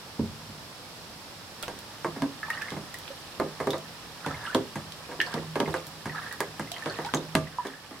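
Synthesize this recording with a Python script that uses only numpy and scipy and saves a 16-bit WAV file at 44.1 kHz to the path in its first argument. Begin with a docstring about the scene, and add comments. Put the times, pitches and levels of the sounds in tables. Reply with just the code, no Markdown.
"""A slotted spoon stirs liquid in a plastic tub, indoors, close up and in stereo.
The spoon knocks the water-loaded walls and floor, which rattle, thud and hum on. Each stroke drags
air under, so bubbles gurgle and plop, while spray patters and drops tick on the surface.
Behind it all sit the short echo and steady hiss of a small room."""
import sys
import numpy as np
from scipy import signal
from scipy.fft import rfft, irfft, next_fast_len
from scipy.io import wavfile
from scipy.ndimage import map_coordinates

SR = 44100
rng = np.random.default_rng(int(sys.argv[2]) if len(sys.argv) > 2 else 0)


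def unload_audio(sound):
    """Save the sound as a 16-bit wav file, at the path given as the first command line argument."""
    columns = np.transpose(np.atleast_2d(sound))
    # keep every value between -1 and 1, then stretch to whole-number steps
    steps = np.round(np.clip(columns, -1, 1) * 32767)
    wavfile.write(sys.argv[1], SR, steps.astype(np.int16))


N = 352817
TIME = np.arange(N) / SR
TOP_HZ, PIVOT_HZ = 16000, 860  # band limit; brightness tilts a spectrum about the pivot

# Blows of spoon and waves on the tub: t/s, level/dB, brightness/(dB/oct), panel boom/dB, thud/dB,
# hum/dB, wall note f/Hz, wall note level/dB, hollow ring/dB
BLOWS = [(0.193, -47, -10.5, -2, -26.5, -35.5, 228.5, -23, -30.5),
         (0.489, -68.5, -6.5, 6, -42, -55, 216, -49, -63), (1.681, -42, 0.5, -2, -50, -74, 276, -40, -39),
         (2.046, -35.5, 0, -0.5, -41.5, -37.5, 352, -29, -54),
         (2.162, -45.5, -0.5, 6, -52, -48, 272, -40, -42),
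         (2.221, -38.5, -0.5, 0.5, -35.5, -53, 304, -35, -36),
         (2.719, -43, 1, 6, -35.5, -65, 278, -49, -39), (2.765, -44, 1, 8, -42, -48, 216, -45, -44),
         (3.3987, -32, -3, -5.5, -40, -35, 215, -37, -23.5),
         (3.602, -34, -0.5, -12, -39, -64, 270, -41, -33),
         (3.6715, -34, -2, -5, -35.5, -37, 271.5, -27, -22),
         (3.733, -35.5, -1, -11, -42, -74, 211, -44, -35), (4.263, -37, 2, 3, -30, -38.5, 277, -36, -55),
         (4.548, -30.5, -3, -3, -31.5, -49, 268, -25, -22), (4.757, -41, 3, 8, -35.5, -41, 271, -44, -53),
         (5.089, -50.5, -1, -7, -61, -65, 273, -55, -47), (5.114, -44, 1.5, -10, -50, -48, 277, -48, -44),
         (5.19, -49, -3.5, -3, -53, -47, 275, -46, -40.5), (5.341, -39, -0.5, 4, -36, -32, 272, -35.5, -41),
         (5.368, -45.5, -9, -12, -46, -57, 323, -38, -55),
         (5.557, -33, -0.5, -12, -36, -57, 275, -33.5, -33),
         (5.6026, -33, -1.5, 2, -37, -38, 290, -26, -24), (5.676, -37.5, -2, -19, -33, -58, 330, -36, -27),
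         (5.741, -33, 1, -22, -52, -68, 275, -41, -38),
         (6.057, -41, 2.5, 7.5, -33.5, -42.5, 278, -41.5, -39),
         (6.4047, -33, 2, -7, -43, -50, 302, -43, -28.5), (6.596, -39.5, 3, 7, -38.5, -50, 275, -45, -45),
         (6.859, -36, -0.5, -9, -36, -64, 275, -33, -42), (6.987, -39, -1.5, -3.5, -43, -45, 273, -52, -39),
         (7.138, -31, 0, -1, -33, -32.5, 272, -28, -42), (7.3527, -26.5, 3, 5, -26.5, -42.5, 278, -22, -33),
         (7.651, -42, 1.5, -2, -66, -82, 273, -36, -32.5), (7.909, -53, 1, 8, -69, -75, 273, -45, -49)]
# Tone of an ordinary blow: f/Hz, level/dB
BLOW_EQ = [(170, 0.5), (425, 3.5), (930, 0), (1900, -3.5), (5100, -11.5)]
# Rattle bands of the walls: low f/Hz, high f/Hz, t60/s, level/dB, base energy share of the contact
WALL_BANDS = [(172, 324, 0.23, -1.5, 0.28), (318, 552, 0.26, -1, 0), (650, 1180, 0.19, 2.5, 0.28),
              (1500, 2135, 0.12, -0.5, 0.24), (2730, 10700, 0.16, -1, 0.17)]
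# Lesser modes of the filled tub: f/Hz, level/dB, t60/s
TUB_MODES = [(201.5, -7.5, 0.2), (326.3, -1, 0.2), (460.3, -6, 0.14), (516.7, -3.5, 0.16),
             (577.7, -8.5, 0.17), (652, -6, 0.22), (865, -2, 0.069), (940, 4, 0.07), (1048, 0, 0.022),
             (1212, -3.5, 0.19), (1636, 9.5, 0.024)]
def knocks(attack_s=0.000099, window_s=0.016, share_per_db=0.035, hard_db=-47, detune=0.011):
    """Each blow is a sharp contact, a dense rattle of damped wall modes and a few ringing tub modes."""
    out, t = np.zeros((2, N)), np.arange(SR // 3) / SR
    centres = np.array([np.sqrt(lo * hi) for lo, hi, *_ in WALL_BANDS])
    even_energy = lambda x: x / np.sqrt(np.mean(np.sum(x ** 2, axis=-1)) / (window_s * SR))
    for s, blow_db, brightness, boom_db, *_ in BLOWS:
        colour = blow_db + along(BLOW_EQ, centres) + brightness * np.log2(centres / PIVOT_HZ)
        colour[0] += boom_db
        walls = stereo_noise(len(t), CLOSE_IMAGE) * (1 - np.exp(-t / attack_s))
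        for (lo, hi, t60, gain_db, share), band_db in zip(WALL_BANDS, colour):
            # a hard, bright blow puts more of its energy into the first contact
            share = np.clip(share + share_per_db * (colour[-1] - hard_db), 0, .9)
            contact = even_energy(band(1.0 * (t == 0), lo, hi, order=2))
            rattle = even_energy(band(walls * decay(t, t60), lo, hi))
            hit = even_energy(np.sqrt(share) * contact + np.sqrt(1 - share) * rattle)
            add(out, s, amp(band_db + gain_db) * hit)
        # the place of the blow sets each mode's strength and sign; the moving water detunes it
        draws = rng.standard_normal((len(TUB_MODES), 3))
        for (hz, mode_db, t60), (size, side, load) in zip(TUB_MODES, draws):
            drive_db = along(list(zip(centres, colour)), hz) + mode_db + 2 * size
            add(out, s, np.sign(side) * amp(drive_db) * note(t, hz * (1 + detune * load), t60, .5 / hz))
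    return out


def tub_notes(wall_cycles=70):
    """Two clear notes a blow: the struck wall's, which depends on the place, and the tub's hollow ring."""
    out, t = np.zeros(N), np.arange(SR // 2) / SR
    for s, *_, wall_hz, wall_db, hollow_db in BLOWS:
        add(out, s, amp(wall_db) * note(t, wall_hz, t60=wall_cycles / wall_hz, rise_s=0.001))
        add(out, s, amp(hollow_db) * note(t, hz=397.7, t60=0.21, rise_s=0.001))
    return out


def thuds(rumble_db=-7, hum_hz=158.4, hum_rise_s=0.026, waver=0.23):
    """The water heaves against the floor: a thud over a rumble, feeding the tub's long, low hum."""
    out, hum_energy, t = np.zeros(N), np.zeros(N), np.arange(SR) / SR
    heave = note(t, hz=153, t60=0.12, rise_s=0.019)
    swell = decay(t, t60=1) * (1 - np.exp(-t / hum_rise_s))
    for s, _, _, _, thud_db, hum_db, *_ in BLOWS:
        rumble = band(rng.standard_normal(SR) * decay(t, t60=0.47), lo_hz=72, hi_hz=140)
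        thud = heave / heave.max() + amp(rumble_db) * rumble / np.abs(rumble).max()
        add(out, s, amp(thud_db) * thud)
        add(hum_energy, s, (amp(hum_db) * swell) ** 2)
    hum = np.sqrt(hum_energy) * np.sin(2 * np.pi * (hum_hz * TIME + rng.random()))
    return out + hum * (1 + waver * wobble(18))  # the hum wavers with the waves


# Edge hits: t/s, level/dB, brightness/(dB/oct)
EDGE_HITS = [(1.681, -32, 7), (2.221, -31, 6), (3.3995, -34.5, 11), (3.671, -34, 11), (4.2635, -31, -7.5),
             (5.3402, -26, 5), (5.556, -28.5, -6), (5.6015, -23, 6), (6.4047, -26, 15), (7.138, -24.5, 4),
             (7.3523, -17, -5)]
def clacks():
    """The spoon's edge catches the plastic with a dry, short snap."""
    return snaps(EDGE_HITS, trim_db=0, tail_db=-13.5, tail_t60=0.091)


# Square hits: t/s, level/dB, f/Hz
BOWL_HITS = [(1.681, -23, 805), (2.046, -27, 1150), (2.2208, -23, 980), (3.3992, -17, 910),
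             (7.138, -31, 1090), (7.3521, -7.5, 1035)]
def raps(t60=0.011, octave_db=-7.5):
    """The spoon's bowl hits the wall squarely: a hard crack of a few cycles."""
    out, t = np.zeros(N), np.arange(SR // 12) / SR
    for s, db, hz in BOWL_HITS:
        octave = amp(octave_db) * note(t, 2 * hz, t60 / 2, rise_s=1 / SR)
        add(out, s, amp(db) * (note(t, hz, t60, rise_s=1 / SR) + octave))
    return out


# Single large bubbles: t/s, level at column three; the order is t/s, f/Hz, level/dB
BIG_BUBBLES = [(1.628, 583, -37), (1.628, 1345, -30.5), (2.051, 1055, -20.5), (2.223, 263, -15.5),
               (2.430, 1700, -22), (2.431, 1250, -30), (2.484, 900, -30), (2.502, 1830, -17.5),
               (2.503, 1230, -28), (2.531, 2760, -31), (2.54, 4340, -34), (2.574, 1840, -26),
               (2.615, 2500, -30), (2.619, 1690, -22), (2.683, 2030, -29.5), (2.943, 1870, -28.5),
               (3.103, 546, -31.5), (3.705, 3500, -22.5), (3.732, 3700, -26), (4.247, 1420, -28.5),
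               (4.309, 1310, -28), (4.343, 2060, -29), (4.452, 1650, -25.5), (4.465, 2800, -30),
               (4.474, 1320, -25), (4.497, 1474, -26), (4.527, 1720, -32), (5.202, 1760, -13),
               (5.202, 2820, -21), (5.213, 1757, -13), (5.213, 3170, -23), (5.216, 5040, -30),
               (5.264, 4500, -28.5), (5.271, 984, -31), (5.289, 1590, -36), (5.331, 1586, -27),
               (5.379, 1840, -30), (5.659, 2090, -27), (6.095, 1877, -25.5), (6.149, 1300, -26),
               (6.158, 1680, -30), (6.180, 1660, -25), (6.19, 1300, -27), (6.312, 1860, -30),
               (6.405, 1613, -19.5), (6.674, 2050, -35), (6.716, 687, -29.5), (6.74, 3080, -26.5),
               (6.762, 3020, -35), (6.783, 3900, -35), (6.764, 1970, -30), (6.823, 1770, -27),
               (6.898, 4300, -27), (6.905, 1500, -31), (6.968, 1820, -36), (7.048, 816, -27.5),
               (7.064, 907, -27), (7.089, 1490, -29), (7.146, 6400, -17.5), (7.168, 6460, -34),
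               (7.172, 3620, -26.5), (7.47, 1910, -35), (7.585, 962, -18.5), (7.735, 1630, -35)]
def plops(trim_db=-1.5, cycles=71, longest_t60=0.13, pinch_db=-11, pop_s=0.044, pop_fade_s=0.004,
          echo_db=-9, echo_s=0.009):
    """Large bubbles pinch off behind the spoon with a wet burst, then ring until they surface and pop."""
    out, t = np.zeros((2, N)), np.arange(SR // 4) / SR
    until_pop = (1 - np.tanh((t - pop_s) / pop_fade_s)) / 2
    for s, hz, db in BIG_BUBBLES:
        ring = bubble(t, hz, t60=min(cycles / hz, longest_t60), rise=0.083, onset_cycles=0.7)
        wet_noise = unit(band(stereo_noise(len(t), CLOSE_IMAGE), 0.94 * hz, 1.23 * hz, order=2))
        pinch = wet_noise * decay(t, t60=0.037) * (1 - np.exp(-t * hz))
        plop = amp(db + trim_db) * until_pop * (ring + amp(pinch_db) * pinch)
        add(out, s, plop)
        # a quick slap off the tub walls on each side, weaker for low notes
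        for channel, echo, delay in zip(out, plop, echo_s * rng.uniform(.5, 1, 2)):
            add(channel, s + delay, amp(echo_db) * min(hz / PIVOT_HZ, 1) * echo)
    return out


# Spoon strokes: t/s, length/s, gurgle level/dB, spray level/dB, starting bubble f/Hz
SPOON_STROKES = [(2.472, 0.22, -43, -53.5, 1290), (2.995, 0.37, -57.5, -54, 1325),
                 (4.262, 0.13, -45, -53, 1110), (4.445, 0.066, -42, -49, 1420),
                 (5.263, 0.14, -46, -49, 1070), (5.685, 0.091, -58.5, -47.5, 1360),
                 (6.148, 0.16, -42.5, -53, 1440), (6.78, 0.29, -44.5, -50, 1210),
                 (7.535, 0.21, -49.5, -62, 1620)]
# Tone of the bubble cloud: f/Hz, level/dB
GURGLE_EQ = [(200, -39), (500, -0.5), (950, -3.5), (1250, 0), (1450, -5.5), (1780, 5.5), (2050, -6),
             (2400, -16), (4500, -10), (12000, -34)]
def gurgle(lap_db=-57, lap_hz=1230.0, climb_oct_per_s=2.28, wash_db=-4, glug_db=2.5):
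    """The spoon's slots shed a cloud of bubbles in quick glugs; between strokes the surface laps."""
    level, pitch = amp(lap_db) * unrest(), np.full(N, lap_hz)
    for s, length, db, _, first_hz in SPOON_STROKES:
        swell = amp(db) * stroke_envelope(s, length, release_s=0.049)
        # bubbles shrink, and so rise in pitch, as the air pocket behind the spoon closes
        climb = first_hz * 2 ** (climb_oct_per_s * np.clip(TIME - s, 0, length))
        pitch = np.where(swell > level, climb, pitch)
        level = np.maximum(level, swell)
    cloud = swarm(count=11000, centre_hz=pitch, spread=0.3395, cycles=30, scatter_db=3)
    glugs = amp(glug_db * wobble(40))
    colour = lambda hz: amp(along(GURGLE_EQ, hz))
    wash = unit(filtered(stereo_noise(N, WIDE_IMAGE), colour))
    return level * glugs * (unit(filtered(cloud, colour)) + amp(wash_db) * wash)


def spray(fizz_db=-57.5, patter_db=-7, splash_db=1):
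    """Strokes throw spray over a faint fizz: fine droplets patter, larger ones crackle with trapped air."""
    patter = np.array([swarm(3000, centre_hz=9400, spread=0.2, cycles=15, scatter_db=-2) for _ in 'LR'])
    splash = np.array([swarm(6000, centre_hz=3485, spread=0.27, cycles=20, scatter_db=7) for _ in 'LR'])
    level = amp(fizz_db) * unrest()
    for s, length, _, db, _ in SPOON_STROKES:
        level = np.maximum(level, amp(db) * stroke_envelope(s, length, release_s=0.043))
    return level * (amp(patter_db) * patter + amp(splash_db) * splash)


# Falling drops, the finest the brightest: t/s, level/dB, brightness/(dB/oct)
DROP_HITS = [(1.6267, -27.5, 14.5), (1.6332, -26.5, -8), (1.789, -36, 15), (2.5026, -32, 14),
             (2.6195, -33, 9), (2.7046, -33.5, 7), (2.9417, -32.5, 13), (2.9866, -36, 18),
             (3.0785, -31.5, -6), (3.706, -27, 10.5), (3.7808, -39, 14), (4.547, -20, 8),
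             (4.9217, -34.5, 7), (5.2022, -23, -0.5), (5.2146, -27, 9), (5.868, -35, 18), (6.3258, -35, 17),
             (6.7176, -26, 9), (6.859, -31.5, -1), (7.0484, -29.5, 1), (7.0615, -34, 8), (7.147, -28.5, 11),
             (7.6693, -34.5, 9.5)]
def drops():
    """Drops and thin sheets of liquid hit the surface: a tick, then a little spray."""
    return snaps(DROP_HITS, trim_db=-1.5, tail_db=-11.5, tail_t60=0.14)


# Base tone of clacks and drops: f/Hz, level/dB
SNAP_EQ = [(300, -14.5), (1200, -15), (3300, 7), (6500, -12.5), (11500, -23.5), (16000, -37)]
def snaps(hits, trim_db, tail_db, tail_t60, snap_t60=0.011):
    """Each small impact is a snap of noise with a faint tail, tilted above the pivot."""
    out, t = np.zeros((2, N)), np.arange(SR // 12) / SR
    envelope = decay(t, snap_t60) + amp(tail_db) * decay(t, tail_t60)
    for s, db, brightness in hits:
        tilt_db = lambda hz: brightness * np.log2(np.maximum(hz / PIVOT_HZ, 1))
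        colour = lambda hz: amp(along(SNAP_EQ, hz) + tilt_db(hz)) * (hz < TOP_HZ)
        noise = unit(filtered(stereo_noise(len(t), WIDE_IMAGE), colour))
        add(out, s, amp(db + trim_db) * noise * envelope)
    return out


def swarm(count, centre_hz, spread, cycles, scatter_db):
    """Many small bubbles of random size ring around a steady or moving pitch, at rms 1."""
    out, t = np.zeros(N), np.arange(SR // 12) / SR
    centre = np.broadcast_to(centre_hz, N)
    starts = rng.integers(N, size=count)
    for start, size, life, strength in zip(starts, *rng.standard_normal((3, count))):
        hz = np.clip(centre[start] * np.exp(spread * size), 150, 14000)
        t60 = cycles / hz * np.exp(.5 * min(life, 1))
        ring = bubble(t[:int(t60 * SR) + 2], hz, t60, rise=0.048, onset_cycles=1)
        add(out, start / SR, amp(scatter_db * min(strength, 2)) * ring)
    return unit(out)


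def bubble(t, hz, t60, rise, onset_cycles):
    """A pocket of air pulses; its pitch climbs as it nears the surface."""
    chirp = np.sin(2 * np.pi * hz * t * (1 + rise * t / t60))
    return chirp * decay(t, t60) * (1 - np.exp(-t * hz / onset_cycles))


def stroke_envelope(start, length, release_s, attack_s=0.041):
    """A stroke swells, holds while the spoon moves, then dies away."""
    t = TIME - start
    return np.exp(np.minimum(t, 0) / attack_s - np.maximum(t - length, 0) / release_s)


def unrest(dip_s=1.6, attack_s=0.041, calm_db=-9):
    """The surface's own small sounds fade up from a calm bed as the spoon dips in."""
    return np.maximum(np.exp(np.minimum(TIME - dip_s, 0) / attack_s), amp(calm_db))


# Reverb time of the small room: f/Hz, t60/s
ROOM_DECAY = [(150, 0.44), (400, 0.18), (1500, 0.21), (4000, 0.23), (12000, 0.076)]
def room(x, predelay_s=0.004):
    """The room's reflections, drawn anew every third of a second as the sound moves about the tub."""
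    out, step = np.zeros((2, N)), SR // 3
    for start in range(0, N, step):
        hz, t, spectrum = signal.stft(stereo_noise(step, WIDE_IMAGE), SR, nperseg=256)
        tail = signal.istft(spectrum * decay(t, along(ROOM_DECAY, hz)[:, None]), SR, nperseg=256)[1]
        echo = signal.fftconvolve(x[None, start:start + step], tail / np.linalg.norm(tail[0]), axes=1)
        add(out, start / SR + predelay_s, echo)
    return out


# Colour of the room tone: f/Hz, level/dB
HISS_EQ = [(15, -47), (25, -16), (108, -2.5), (153, -3), (185, -4.5), (277, -6), (394, -9.5), (463, -7),
           (677, -8.5), (936, -7.5), (2050, -14), (5450, -12), (6200, -20), (7400, -20), (13600, -25.5),
           (16000, -33)]
# Its fader ride: t/s, level/dB
HISS_FADER = [(0, -44.5), (7.25, -45), (7.55, -48), (7.8, -49), (8, -47.5)]
def hiss():
    """Steady room tone, a little softer at the end."""
    noise = unit(filtered(stereo_noise(N, WIDE_IMAGE), lambda hz: amp(along(HISS_EQ, hz))))
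    return noise * amp(np.interp(TIME, *np.transpose(HISS_FADER)))


# Stereo image of diffuse sound: f/Hz, left-right correlation
WIDE_IMAGE = [(60, 0.73), (300, 0.88), (640, 0.76), (1400, 0.37), (3000, 0.01), (15000, 0.03)]
# Stereo image of the close tub walls: f/Hz, left-right correlation
CLOSE_IMAGE = [(200, 1), (600, 0.94), (1400, 0.64), (3000, 0.94), (12000, 0)]
def stereo_noise(size, image):
    """White noise, narrow in the bass and wide at the top."""
    angle = lambda hz: np.arccos(np.clip(along(image, hz), -1, 1)) / 2
    mid_side = lambda hz: np.array([np.cos(angle(hz)), np.sin(angle(hz))])
    mid, side = filtered(rng.standard_normal((2, size)), mid_side)
    return np.array([mid + side, mid - side])


def note(t, hz, t60, rise_s):
    """One mode swells and dies away."""
    return np.sin(2 * np.pi * hz * t) * decay(t, t60) * (1 - np.exp(-t / rise_s))


def decay(t, t60):
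    """A fade of 60 dB every t60 seconds."""
    return 10 ** (-3 * t / t60)


def wobble(rate):
    """A smooth random curve, rate knots a second."""
    return map_coordinates(rng.standard_normal(int(N * rate / SR) + 4), [TIME * rate])


def amp(db):
    """Decibels to gain."""
    return 10 ** (np.asarray(db) / 20)


def unit(x):
    """Scale to rms 1."""
    return x / np.sqrt(np.mean(x ** 2) + 1e-20)


def along(points, hz):
    """Read (f/Hz, value) points on a log axis."""
    freqs, values = np.transpose(points)
    return np.interp(np.log(hz + 1), np.log(freqs + 1), values)


def filtered(x, response):
    """Zero-phase EQ; response gives the gain at each frequency."""
    n = x.shape[-1]
    padded = next_fast_len(n + 8192)
    return irfft(rfft(x, padded) * response(np.fft.rfftfreq(padded, 1 / SR)), padded)[..., :n]


def band(x, lo_hz, hi_hz, order=3):
    """Causal band-pass."""
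    return signal.sosfilt(signal.butter(order, [lo_hz, hi_hz], 'band', fs=SR, output='sos'), x)


def add(track, s, x):
    """Mix x into the track at s seconds."""
    part = track[..., max(round(s * SR), 0):][..., :x.shape[-1]]
    part += x[..., :part.shape[-1]]


def scene(tub_send_db=-12, water_send_db=-9, pan_db=1.0, water_pan_db=0.45):
    """Tub and liquid feed the room; the mix leans slightly right, the liquid a touch further."""
    tub = knocks() + tub_notes() + thuds() + clacks() + raps()
    water = (plops() + gurgle() + drops() + spray()) * amp([[-water_pan_db], [water_pan_db]])
    echo = room(amp(tub_send_db) * tub.mean(axis=0) + amp(water_send_db) * water.mean(axis=0))
    return (tub + water + echo + hiss()) * amp([[-pan_db], [pan_db]])


def record(dry):
    """A brick-wall high cut at the band limit."""
    return filtered(dry, lambda hz: hz < TOP_HZ)


dry = scene()
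out = record(dry)
unload_audio(out)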